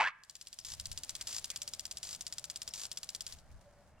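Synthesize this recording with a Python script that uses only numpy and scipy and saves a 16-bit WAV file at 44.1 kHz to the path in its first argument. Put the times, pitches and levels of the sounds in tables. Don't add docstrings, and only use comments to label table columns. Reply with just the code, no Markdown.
import sys
import numpy as np
from scipy import signal
from scipy.fft import rfft, irfft, next_fast_len
from scipy.io import wavfile
from scipy.ndimage import uniform_filter1d, map_coordinates

SR = 44100
rng = np.random.default_rng(int(sys.argv[2]) if len(sys.argv) > 2 else 0)


def put_to_file(sound):
    columns = np.atleast_2d(sound).T
    safe = np.clip(columns, -1, 1)
    whole_steps = np.round(safe * 32767)
    wavfile.write(sys.argv[1], SR, whole_steps.astype(np.int16))


N = 176400

# time_s, level_db
AIR_LEVEL = [(0.3, -80.5), (0.97, -68), (4.0, -68.5)]
BUFFET_LEVEL = [(0, -93), (.58, -79), (.72, -59), (.82, -55.5), (.92, -51.5), (1.02, -67), (3.05, -83.5),
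                (3.28, -65), (3.34, -56), (3.41, -66.5), (3.55, -50.5), (3.62, -69), (4, -70)]
JET_LEVEL = [(.2, -84.5), (.3, -70), (.6, -65), (.8, -61.5), (1.4, -58), (1.9, -63), (3.26, -63),
             (3.3, -52.5), (3.35, -63.5), (3.42, -75), (3.88, -75.5), (3.95, -81.5)]
SLOW_SLAP_LEVEL = [(.236, -52.5), (.297, -45.5), (.59, -42), (.8, -36.5), (1.44, -34), (1.85, -37),
                   (2.21, -36.5), (3.3, -37), (3.385, -57.5)]
# pitch_hz, level_db
AIR_COLOUR = [(25, 2.5), (60, 8.5), (170, 2.5), (280, -6), (430, -8), (620, -0.5), (1000, -7.5),
              (1600, -9.5), (3000, -22.5), (8000, -53)]
BUFFET_COLOUR = [(20, 2.5), (90, 0.5), (250, -21.5), (600, -73.5)]
WALL_COLOUR = [(700, -28.5), (1050, -5), (1350, -7.5), (1720, -5), (2800, -12), (9000, -27)]
JET_COLOUR = [(500, -14.5), (2000, -7), (4800, -1), (7500, -2.5), (10500, -7), (15000, -16.5)]
THROAT_COLOUR = [(150, -18.5), (480, -22), (750, -6.5), (1050, 4), (1350, -1), (2050, 1), (2650, 1),
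                 (3500, -13), (4100, -11.5), (5600, -18), (8000, -26), (11000, -41.5)]
SPRAY_COLOUR = [(300, -23), (1500, -12), (3000, -5.5), (4800, 0), (7300, 2.5), (9500, -7), (12000, -8),
                (16000, -18)]
SLAP_COLOUR = [(300, -15), (1100, -18.5), (1600, -30.5), (3200, -8), (5000, 7.5), (7200, -1), (9200, -5.5),
               (10500, -0.5), (14000, -6.5), (16500, -25.5)]
FENCE_COLOUR = [(3000, -11), (4500, -13.5), (6000, -12), (8300, 3), (10000, -4)]
# middle_s, half_length_s, level_db
HUM_SWELLS = [(1.646, 0.046, -68.5), (2.452, 0.062, -67.5), (3.682, 0.03, -59), (3.795, 0.03, -65)]
SPLAT_SWELLS = [(1.213, 0.01, -57.5), (1.527, 0.018, -61.5), (3.506, 0.006, -73)]
# start_s, level_db
LAST_DROPS = [(3.515, -69), (3.61, -68)]
SQUEAKS = [(.611, -48), (2.7085, -44)]
# time_s, pitch_hz, tone_db, rasp_db
YIP_SHAPE = [(0, 895, -20.5, -22.5), (.01, 798, -28.5, -28.5), (.02, 987, -32, -33),
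             (.034, 1078, -35.5, -34.5), (.041, 1502, -32.5, -35), (.06, 1641, -31.5, -40.5),
             (.07, 1892, -31, -41), (.077, 1747, -32.5, -35), (.086, 1992, -37.5, -40),
             (.1, 2020, -61, -47.5)]
# pitch_hz, width_hz, level_db
HEAD_NOTES = [(3463, 350, -2.5), (3930, 500, 1), (4744, 200, 7.5), (5180, 160, 8.5), (5880, 51, -17),
              (6700, 58, 3), (7190, 200, 6)]
SLOW_SLAP_TIMES = [0.2363, 0.2968, 0.3537, 0.4125, 0.4712, 0.5289, 0.5885, 0.649, 0.7988, 0.8566, 0.9162,
                   0.9759, 1.0347, 1.0938, 1.1524, 1.2116, 1.2717, 1.4438, 1.5024, 1.5609, 1.6185, 1.6775,
                   1.736, 1.7951, 1.854, 1.9122, 1.9715, 2.03, 2.2094, 2.2669, 2.3255, 2.3832, 2.4417,
                   2.4999, 2.5598, 2.6182, 2.6777, 2.7376, 2.9156, 2.9731, 3.0319, 3.0906, 3.1491, 3.2077,
                   3.266, 3.324, 3.387]
# first_slap_s, last_slap_s, last_level_db
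RETURN_RUNS = [(0.6676, 0.737, -40.5), (1.291, 1.3832, -35.5), (2.051, 2.149, -38.5), (2.7589, 2.8537, -38)]
# pitch_hz, left_minus_right_db
BALANCE = [(1200, 0.6), (2400, -3), (4400, 1.5), (8000, 3), (12000, -0.5)]

RETURN_STEP_S = .0186


def amp(db):
    return 10 ** (np.asarray(db) / 20)


def unit(x):
    return x / np.sqrt(np.mean(x ** 2) + 1e-20)


def along(points, hz):
    pitch_hz, level_db = np.transpose(points)
    return np.interp(np.log(hz + 1), np.log(pitch_hz + 1), level_db)


def curves(rows):
    time_s, *columns = np.transpose(rows)
    return [np.interp(np.arange(N) / SR, time_s, column) for column in columns]


def wobble(rate):
    return map_coordinates(rng.standard_normal(int(N * rate / SR) + 4), [np.arange(N) * rate / SR])


def swell(middle_s, half_s):
    return np.exp(-.5 * ((np.arange(N) / SR - middle_s) / half_s) ** 2)


def impulses(rows):
    start_s, level_db = np.transpose(rows)
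    return np.bincount(np.round(start_s * SR).astype(int), amp(level_db), N)[:N]


def fading(hits, fade_s):
    return signal.lfilter([1], [1, -amp(-60 / (fade_s * SR))], hits)


def filtered(x, response):
    size = next_fast_len(N + SR // 2)
    return irfft(rfft(x, size) * response(np.fft.rfftfreq(size, 1 / SR)), size)[..., :N]


def delay(hz, late_s):
    return np.exp(-2j * np.pi * hz * late_s)


def noise(colour, width):
    mid, side = filtered(rng.standard_normal((2, N)), lambda hz: amp(along(colour, hz)))
    return unit(np.array([mid + width * side, mid - width * side]))


def band(pitch_hz, spread):
    return unit(filtered(rng.standard_normal(N), lambda hz: 1 / (1 + ((hz / pitch_hz - 1) / spread) ** 2)))


def struck(hits, colour):
    size = 1024
    gain = amp(along(colour, np.fft.rfftfreq(size, 1 / SR)))
    cepstrum = irfft(np.log(gain))
    cepstrum[1:size // 2] *= 2
    cepstrum[size // 2 + 1:] = 0
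    pulse = irfft(np.exp(rfft(cepstrum)))
    return signal.fftconvolve(hits, pulse / np.linalg.norm(pulse))[:N]


def outdoor_air():
    (air_db,), (buffet_db,) = curves(AIR_LEVEL), curves(BUFFET_LEVEL)
    murmur = amp(air_db + 4) * noise(AIR_COLOUR, width=0.25)
    return murmur + amp(buffet_db) * noise(BUFFET_COLOUR, width=0.57)


def hum(pitch_hz=578):
    level = sum(amp(db) * swell(s, half) for s, half, db in HUM_SWELLS) * amp(3 * wobble(40))
    return level * np.sin(2 * np.pi * np.cumsum(pitch_hz + 12 * wobble(70)) / SR)


def peep(pitch_hz=2770):
    tone = np.sin(2 * np.pi * pitch_hz * np.arange(N) / SR)
    return amp(-72.5) * swell(middle_s=3.981, half_s=0.005) * tone


def wall_echoes(x, fade_s=0.57):
    t = np.arange(SR) / SR
    tail = rng.standard_normal((2, SR)) * amp(-60 * t / fade_s)
    tail = (tail + tail.mean(axis=0)) / np.linalg.norm(tail[0]) / np.sqrt(5 / 2)
    echoes = signal.fftconvolve(x, tail, axes=1)[:, :N]
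    return filtered(echoes, lambda hz: amp(along(WALL_COLOUR, hz) - 11.5))


def splats():
    level = sum(amp(db) * swell(s, half) for s, half, db in SPLAT_SWELLS)
    return level * band(pitch_hz=2040, spread=0.27)


def jet():
    level_db, = curves(JET_LEVEL)
    stream = amp(level_db + 0.79 * wobble(29.99) + 3.0 * wobble(900))
    drops = fading(impulses(LAST_DROPS), fade_s=0.047)
    return (stream + drops) * noise(JET_COLOUR, width=0.7)


def squeaks(pitch_hz=5300):
    phase = 2 * np.pi * np.cumsum(pitch_hz + 300 * wobble(1500)) / SR
    return uniform_filter1d(fading(impulses(SQUEAKS), fade_s=0.041), size=60) * np.sin(phase)


def dog_yip(growl_hz=96.9, end_s=0.12):
    pitch_hz, tone_db, rasp_db = curves(YIP_SHAPE)
    t = np.arange(N) / SR
    flutter = np.cos(2 * np.pi * np.cumsum(growl_hz * (1 + 0.067 * wobble(84.5))) / SR)
    phase = 2 * np.pi * np.cumsum(pitch_hz * (1 + .075 * wobble(900))) / SR
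    shake = unit(amp(2.5 * wobble(500)) * (1 + .25 * flutter))
    squeal = np.sqrt(2) * amp(tone_db - 1) * shake * (np.sin(phase) + amp(-17) * np.cos(2 * phase))
    low_level = 2 * amp(rasp_db - 2.5) * np.clip(t / end_s, 0, 1)
    low_voice = low_level * np.sin(0.61 * phase + 1.1 * wobble(303.8))
    rasp = amp(rasp_db + 0.5) * unit(1 + .4 * flutter) * noise(THROAT_COLOUR, width=0.1)
    fade_in, fade_out = np.clip(t / .004, 0, 1), np.clip((end_s - t) / 0.036, 0, 1)
    return (squeal + low_voice + rasp) * fade_in * fade_out


def fence_echo(slap, late_s=.0123):
    echo = filtered(slap, lambda hz: amp(along(FENCE_COLOUR, hz) - 3) * delay(hz, late_s))
    return echo * amp([[3.5], [-3.5]])


def head_ring(x):
    def response(hz):
        notes = sum(amp(db) * 1j * hz * width / (pitch * pitch - hz * hz + 1j * hz * width)
                    for pitch, width, db in HEAD_NOTES)
        return notes / np.sqrt(np.mean(abs(notes) ** 2))
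    return filtered(x, response)


def return_hiss():
    t = np.arange(N) / SR
    held = sum(amp(db - 16.5) * ((t > first - RETURN_STEP_S) & (t < last))
               for first, last, db in RETURN_RUNS)
    return uniform_filter1d(held, size=200)


def spray(slow_hits, fast_hits):
    puffs = fading(slow_hits, fade_s=0.048)
    drops = amp(2.25 * wobble(1200))
    return_spray = amp(-5) * fading(fast_hits, fade_s=0.054) + return_hiss()
    splash = drops * (amp(-3) * puffs + return_spray) * noise(SPRAY_COLOUR, width=0.33)
    slosh = amp(-18.5) * drops * return_spray * band(pitch_hz=1064, spread=0.71)
    ring = amp(-9) * head_ring((puffs + return_spray) * rng.standard_normal(N))
    return splash + slosh + ring


def slow_slaps():
    level_db = np.interp(SLOW_SLAP_TIMES, *np.transpose(SLOW_SLAP_LEVEL))
    return list(zip(SLOW_SLAP_TIMES, level_db + .5 * rng.standard_normal(len(level_db))))


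def fast_slaps(grow_db=6):
    return [(first + progress * (last - first), db - grow_db * (1 - progress))
            for first, last, db in RETURN_RUNS
            for progress in np.linspace(0, 1, round((last - first) / RETURN_STEP_S) + 1)]


def arm_slaps(slow, fast, bounce_s=0.00065, ground_s=.00208, bright_hz=13000):
    hits = impulses(slow + fast)
    bounces = impulses([(s + bounce_s * np.exp(rng.normal(0, .025)), db - 7) for s, db in slow + fast])
    snap = amp(15.5) * struck(hits + bounces, SLAP_COLOUR) + amp(13) * head_ring(hits)
    for _ in range(2):
        snap = filtered(snap, lambda hz: 1 + amp(-10.5) * delay(hz, ground_s))
    crack = amp(-13.5) * fading(hits, fade_s=0.021) * noise(SLAP_COLOUR, width=0.16)
    edge = amp(1) * filtered(impulses(slow), lambda hz: 1 - 1 / (1 + (hz / bright_hz) ** 20))
    return snap + crack + edge


def sprinkler():
    slow, fast = slow_slaps(), fast_slaps()
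    slaps = arm_slaps(slow, fast)
    return slaps + spray(impulses(slow), impulses(fast)) + fence_echo(slaps)


def scene(lag_s=.000036):
    near = sprinkler() + squeaks() + jet() + splats() + dog_yip()
    sides = np.array([[1], [-1]]) / 2
    near = filtered(near, lambda hz: amp(sides * along(BALANCE, hz)) * delay(hz, lag_s * sides))
    return near + wall_echoes(near) + hum() + peep() + outdoor_air()


def record(dry, top_hz=16400):
    return filtered(dry, lambda hz: 1 / np.sqrt(1 + (hz / top_hz) ** 300))


dry = scene()
out = record(dry)
put_to_file(out)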